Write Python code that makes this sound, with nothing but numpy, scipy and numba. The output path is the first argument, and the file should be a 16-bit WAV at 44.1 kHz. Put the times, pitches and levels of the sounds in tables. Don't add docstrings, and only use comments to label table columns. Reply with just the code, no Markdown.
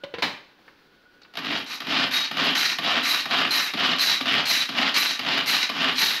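import sys
import numpy as np
from scipy import signal
from scipy.fft import rfft, irfft
from scipy.io import wavfile
from numba import njit

SR = 44100
rng = np.random.default_rng(int(sys.argv[2]) if len(sys.argv) > 2 else 0)


def store_pcm(level_fs):
    pcm = np.round(np.clip(level_fs, -1, 1) * 32767).astype(np.int16)
    wavfile.write(sys.argv[1], SR, np.atleast_2d(pcm).T)


N = 273420


def amp(db):
    return 10 ** (np.asarray(db) / 20)


def rms_one(x):
    return x / np.sqrt(np.mean(x ** 2) + 1e-20)


def butter(x, order, hz, kind="low"):
    return signal.sosfilt(signal.butter(order, hz, kind, fs=SR, output="sos"), x)


def body(x, spectrum, modes=()):
    size = 8192
    hz = np.maximum(np.arange(size // 2 + 1) * SR / size, 1)
    curve_hz, curve_db = np.transpose(spectrum)
    db = np.interp(np.log(hz), np.log(curve_hz), curve_db)
    for centre, width, lift in modes:
        db += lift / (1 + (2 * (hz - centre) / width) ** 2)
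    cepstrum = irfft(db * np.log(10) / 20)
    cepstrum[1:size // 2] *= 2
    cepstrum[size // 2 + 1:] = 0
    response = irfft(np.exp(rfft(cepstrum)))
    return signal.fftconvolve(x, response / np.linalg.norm(response))[:N]


def drift(rate_hz):
    r = np.exp(-2 * np.pi * rate_hz / SR)
    return rms_one(signal.lfilter([1], [1, -2 * r, r * r], rng.standard_normal(N + SR))[SR:])


def grains(per_s, spread_db, lumpy_db, lump_hz):
    sizes = amp(spread_db * np.minimum(rng.exponential(1, N), 5)) * rng.choice([-1, 1], N)
    hits = rng.random(N) < per_s / SR
    return rms_one(sizes * hits * amp(lumpy_db * drift(lump_hz)))


def bursts(times, db, t60_s, rise_s):
    out = np.zeros(N)
    t = np.arange(9000) / SR
    noise = rng.standard_normal((len(times), len(t))) * np.minimum(t / rise_s, 1)
    for start, level, t60, burst in zip(*np.broadcast_arrays(times, db, t60_s), noise):
        i = round(start * SR)
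        out[i:i + len(t)] += (amp(level - 60 * t / t60) * burst)[:N - i]
    return out


def stages(times, db, fade_s):
    times = np.array([times[0] - fade_s, *times, times[-1] + fade_s])
    silence = np.full_like(times[0], -90)
    db = np.array(np.broadcast_arrays(silence, *db, silence))
    return np.interp(np.arange(N) / SR, times.T.ravel(), db.T.ravel())


def held(start, values):
    stroke = np.searchsorted(start - .02, np.arange(N) / SR) - 1
    return values[np.maximum(stroke, 0)]


@njit
def glide(x, hz, r, sr):
    out = np.zeros(len(x))
    for i in range(2, len(x)):
        push = np.sqrt((1 - r[i] ** 2) / 2) * (x[i] - x[i - 2])
        out[i] = push + 2 * r[i] * np.cos(2 * np.pi * hz[i] / sr) * out[i - 1] - r[i] ** 2 * out[i - 2]
    return out


# freq_hz, level_db
AIR_SPECTRUM = [(15, -32), (25, -19), (228, -1.5), (306, -0.5), (484, -3), (525, -2.5), (617, -9),
                (1280, -8.5), (1630, -5), (1810, -9.5), (4530, -13), (7980, -36), (15700, -29)]
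# pitch_hz, width_hz, level_db
FAR_TONES = [(570, 6, -81.5), (1420, 6.2, -75), (1468, 13, -59), (1590, 21, -74)]
# time_s, gain_db
FAR_SWELL = [(0, 6), (.6, -16), (.75, -14), (1.05, 0), (1.2, -3.5), (1.3, -5), (6.2, -4)]

def room_tone():
    out = amp(-58 + 1.4 * drift(5.2)) * body(rng.standard_normal(N), AIR_SPECTRUM)
    swell = amp(np.interp(np.arange(N) / SR, *np.transpose(FAR_SWELL)))
    for hz, width, db in FAR_TONES:
        r = np.exp(-np.pi * width / SR)
        poles = [1, -2 * r * np.cos(2 * np.pi * hz / SR), r * r]
        tone = signal.lfilter([1, 0, -1], poles, rng.standard_normal(N))
        out += amp(db) * swell * rms_one(tone)
    return out


def kitchen(x):
    low_t60_s, treble_t60_s = 0.51, 0.44
    t = np.arange(SR // 2) / SR
    noise = rng.standard_normal(len(t)) * np.minimum(t / 0.0009, 1)
    low = butter(noise, 2, 5000)
    tail = low * amp(-60 * t / low_t60_s) + (noise - low) * amp(-60 * t / treble_t60_s)
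    return signal.fftconvolve(x, tail / np.linalg.norm(tail))[:N]


# start_s, level_db, low_edge_hz, high_edge_hz
FINGER_TAPS = [(.588, -47, 600, 2200), (.679, -37.5, 860, 2630), (1.217, -45, 296, 4550),
               (1.231, -40.5, 3780, 4950), (1.248, -42, 800, 3200)]

def finger_taps():
    return sum(butter(bursts([start], db + 8, t60_s=0.05, rise_s=0.00089), 4, [low, high], "band")
               for start, db, low, high in FINGER_TAPS)


# start_s, level_db, pitch_hz, tone_relative_db, edge_relative_db, crack_t60_s
LID_CATCHES = [(0.036, -18, 559, -6, -12, 0.072), (0.139, -15.5, 474, -8, -18, 0.11),
               (0.184, -18, 478, -9, -11.5, 0.13), (0.222, -5, 1020, -35, -9, 0.26)]
# freq_hz, level_db
LID_SPECTRUM = [(35, -61), (60, -3), (299, -3.5), (574, -5.5), (725, -3.5), (873, -2.5), (1030, 0.5),
                (1270, -6), (2110, -1.5), (2490, -3.5), (4150, -8.5), (7790, -41), (15700, -44)]

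def lid_catches():
    start, db, pitch_hz, tone_db, edge_db, t60 = np.transpose(LID_CATCHES)
    crossover_hz, tone_t60_s = 4500, 0.092
    crack = body(bursts(start, db - 12.5, t60, rise_s=0.0005), LID_SPECTRUM)
    edge = body(bursts(start, db + edge_db + 3.5, t60, rise_s=0.00072), LID_SPECTRUM)
    out = butter(crack, 4, crossover_hz) + butter(edge, 4, crossover_hz, "high")
    t = np.arange(9000) / SR
    for at, hz, level in zip(start, pitch_hz, db + tone_db):
        i = round(at * SR)
        out[i:i + len(t)] += amp(level - 60 * t / tone_t60_s) * np.sin(2 * np.pi * hz * t)
    return out


def knock(start, db, thud_db, tick_db):
    crack = bursts(start, db - 14.5, t60_s=0.056, rise_s=0.0013)
    thud = bursts(start, db + thud_db - 14, t60_s=0.17, rise_s=0.0015)
    tick = bursts(start, db + tick_db - 9.5, t60_s=0.048, rise_s=.0007)
    return (body(crack, GRIND_SPECTRUM, BOWL_MODES) + body(thud, RUMBLE_SPECTRUM, BOWL_MODES)
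            + body(tick, SIZZLE_SPECTRUM, REEL_MODES))


# start_s, level_db
MECHANISM_KNOCKS = [(1.337, -22.5), (1.353, -15), (1.387, -9), (1.445, -12), (1.701, -23), (1.818, -12),
                    (1.849, -20), (1.868, -9), (1.913, -29), (2.011, -14), (2.369, -4.5), (2.504, -10),
                    (2.847, -10), (3.308, -18), (3.406, -15), (3.828, -19), (3.859, -8), (4.203, -13),
                    (4.256, -7), (4.351, -5.5), (4.82, -10), (5.376, -3), (5.691, -7), (5.833, -12)]

def knocks():
    pawl_s = np.transpose(CORD_REWINDS)[0] - 0.021
    pawl = body(bursts(pawl_s, db=-48, t60_s=.03, rise_s=.0007), SIZZLE_SPECTRUM, REEL_MODES)
    bite_s, bite_db, thud_db = np.transpose(CORD_PULLS)[:3]
    bites = knock(bite_s, bite_db, thud_db, tick_db=-27)
    mechanism = knock(*np.transpose(MECHANISM_KNOCKS), thud_db=-18, tick_db=-30)
    return pawl + bites + mechanism


def reel_squeak(rub, start, start_hz, width_hz):
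    rest_hz, rest_width_share, sink_s = 3815, .55, 0.093
    age_s = np.maximum(np.arange(N) / SR - held(start, start), 0)
    wound = np.exp(-age_s / sink_s)
    hz = rest_hz + wound * held(start, start_hz - rest_hz)
    width = held(start, width_hz) * (rest_width_share + (1 - rest_width_share) * wound)
    return glide(rub, hz, np.exp(-np.pi * width / SR), SR)


# freq_hz, level_db
RATCHET_SPECTRUM = [(35, -85), (60, -24.5), (255, -9), (520, -15.5), (700, -9.5), (1080, -6.5),
                    (1800, -1.5), (2800, -1.5), (3500, -5), (4300, 0.5), (5000, -6), (6000, -9),
                    (7800, -29.5), (10000, -32), (17000, -80)]
# freq_hz, level_db
SIZZLE_SPECTRUM = [(4000, -22.5), (6500, -3.5), (8000, -15), (9400, -9.5), (10900, -3.5), (12000, 0),
                   (13100, -9.5), (13900, -15), (15800, -15)]
# pitch_hz, width_hz, lift_db
REEL_MODES = [(7610, 130, 3), (8250, 150, 5), (9940, 100, 4), (11500, 300, 8), (12000, 1500, 3),
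              (12700, 120, 10), (13000, 100, 5), (14600, 200, 10), (14950, 200, 9)]
# start_s, spin_up_s, length_s, level_db, onset_relative_db, sag_db_per_s,
# sizzle_relative_db, squeak_start_hz, squeak_width_hz, squeak_relative_db
CORD_REWINDS = [(1.663, 0.077, .13, -32, -6, -28, -15, 3940, 150, -3.5),
                (2.109, 0.038, 0.18, -22.5, -7, -68, -13.5, 3750, 70, -6.5),
                (2.549, .04, 0.22, -21.5, -4, -37, -15, 4140, 200, -5),
                (3.029, 0.076, 0.22, -21.5, -5, -59, -13, 4080, 200, -4.5),
                (3.508, 0.048, .21, -22.5, -2, -35, -12, 4170, 129, -1.5),
                (3.985, 0.032, .21, -21, -6, -29, -13.5, 4210, 150, -2.5),
                (4.455, .04, 0.21, -21.5, -7, -37, -11, 4300, 250, -1),
                (4.942, 0.043, .24, -20, -6, -52, -11.5, 4250, 250, -3.5),
                (5.46, 0.028, 0.22, -19.5, -5, -38, -15, 4220, 290, -5),
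                (5.953, 0.041, 0.25, -21.5, -12, -28, -11, 4200, 219, -4)]

def cord_rewinds():
    (start, spin_up, length, db, onset_db, sag,
     sizzle_db, squeak_hz, width_hz, squeak_db) = np.transpose(CORD_REWINDS)
    brake_s, brake_db, fade_s = 0.037, -11.5, 0.0067
    end = start + length
    times = [start, start + spin_up, end - brake_s, end]
    sagged_db = sag * (length - spin_up - brake_s)
    run_db = [0, sagged_db, sagged_db + brake_db]
    speed_db = stages(times, [onset_db, *run_db], fade_s)
    rub_db = stages(times, [0.87 * onset_db, *run_db], fade_s)
    spring_db = held(start, sizzle_db) + 2.6 * speed_db
    level = amp(held(start, db))
    pawl = level * amp(speed_db) * grains(per_s=5000, spread_db=2.5, lumpy_db=1.96, lump_hz=35)
    rub = level * amp(rub_db) * grains(per_s=3000, spread_db=1.2, lumpy_db=0.2, lump_hz=55)
    spring = level * amp(spring_db) * grains(per_s=3400, spread_db=-0.5, lumpy_db=1.5, lump_hz=140)
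    squeak = amp(held(start, squeak_db)) * reel_squeak(rub, start, squeak_hz, width_hz)
    return body(pawl, RATCHET_SPECTRUM, BOWL_MODES) + squeak + body(spring, SIZZLE_SPECTRUM, REEL_MODES)


# freq_hz, level_db
GRIND_SPECTRUM = [(240, -67), (400, -6), (513, -13.5), (700, -1.5), (931, -7), (1160, -2.5), (2120, -5),
                  (3110, -4), (3520, -3), (4860, -8.5), (7800, -36.5), (10100, -68), (17200, -120)]
# freq_hz, level_db
RUMBLE_SPECTRUM = [(18, -48), (30, -22), (70, -21), (101, -12), (220, -8.5), (254, -0.5), (381, -15.5),
                   (520, -17), (680, -20), (1140, -120)]
# pitch_hz, width_hz, lift_db
BOWL_MODES = [(258.2, 19.4, 5.5), (312, 14, 1.5), (669, 35, 2.5), (1173, 26, 4.5), (1350, 67, 1),
              (1480, 130, 1.5), (1840, 34, 5.5), (2090, 97, 2.5), (2410, 130, 3), (2790, 40, 3.5),
              (3057, 95, -1.5), (3240, 24, 9), (4400, 31, -3.5)]
# start_s, bite_db, thud_relative_db, slack_s, speed_up_s, full_speed_s,
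# grind_db, slack_relative_db, swell_relative_db, rumble_relative_db
CORD_PULLS = [(1.371, -7, -32, 0.04, 0.11, 0.051, -25.5, -10.5, 1.5, -8),
              (1.803, -10, -20, 0.048, 0.056, 0.13, -22, -18, 2, -10.5),
              (2.312, -8, -17.5, 0.047, 0.036, 0.1, -18.5, -14.5, -3, -12.5),
              (2.785, -3.5, -17, 0.029, 0.031, .13, -22.5, -11.5, 3, -12),
              (3.255, -5.5, -15, 0.029, 0.029, 0.14, -20.5, -18.5, -2.5, -13),
              (3.736, -6, -9, 0.029, 0.034, .13, -22.5, -10.5, 2, -11.5),
              (4.209, -5.5, -11.5, 0.046, .035, 0.11, -21, -13.5, -0.5, -10.5),
              (4.689, -6, -15, 0.022, 0.076, 0.09, -21.5, -14, -0.5, -13),
              (5.192, -3.5, -34, 0.029, 0.066, 0.11, -21, -12, -2.5, -11.5),
              (5.696, -5, -14, 0.027, 0.084, 0.089, -21, -12.5, 1, -13)]

def cord_pulls():
    start, _, _, slack, speed_up, full_speed, db, slack_db, swell_db, rumble_db = np.transpose(CORD_PULLS)
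    slowing_s, slowing_db = 0.06, -12
    times = np.cumsum([start, slack, speed_up, full_speed, np.full_like(start, slowing_s)], axis=0)
    effort_db = stages(times, [slack_db, slack_db, 0, swell_db, slowing_db], fade_s=0.024)
    wobble_db = held(start, rumble_db) + 0.69 * effort_db
    edges_db = -32.5 + 0.59 * effort_db
    level = amp(held(start, db))
    teeth = level * amp(effort_db) * grains(per_s=5000, spread_db=2.0, lumpy_db=1.58, lump_hz=78)
    wobble = level * amp(wobble_db) * grains(per_s=900, spread_db=2.0, lumpy_db=0.5, lump_hz=200)
    edges = level * amp(edges_db) * grains(per_s=3000, spread_db=3.0, lumpy_db=3.5, lump_hz=24)
    gear_case = [(2930, 770, 5.6)]
    grind = body(teeth, GRIND_SPECTRUM, BOWL_MODES + gear_case)
    return grind + body(wobble, RUMBLE_SPECTRUM, BOWL_MODES) + body(edges, SIZZLE_SPECTRUM)


def wandering_contact(x, depth_db, rate_hz):
    edges_hz = np.geomspace(500, 7000, 9)
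    out = x.copy()
    for low, high in zip(edges_hz, edges_hz[1:]):
        out += butter(x, 1, [low, high], "band") * (amp(depth_db * drift(rate_hz)) - 1)
    return out


def scene():
    strokes = wandering_contact(cord_pulls() + cord_rewinds(), depth_db=1.5, rate_hz=9.5)
    chopper = strokes + knocks() + lid_catches() + finger_taps()
    return (chopper + amp(-7.5) * kitchen(chopper) + room_tone())[None]


def record(dry):
    low_cut_hz, high_cut_hz = 126, 15730
    rounded = 0.57 * np.tanh(dry / 0.62)
    thinned = butter(rounded, 3, low_cut_hz, "high")
    amplifier_noise = amp(-75) * rms_one(butter(rng.standard_normal(N), 2, 70))
    high_cut = signal.ellip(12, .5, 70, high_cut_hz, fs=SR, output="sos")
    return signal.sosfilt(high_cut, thinned + amplifier_noise)


dry = scene()
out = record(dry)
store_pcm(out)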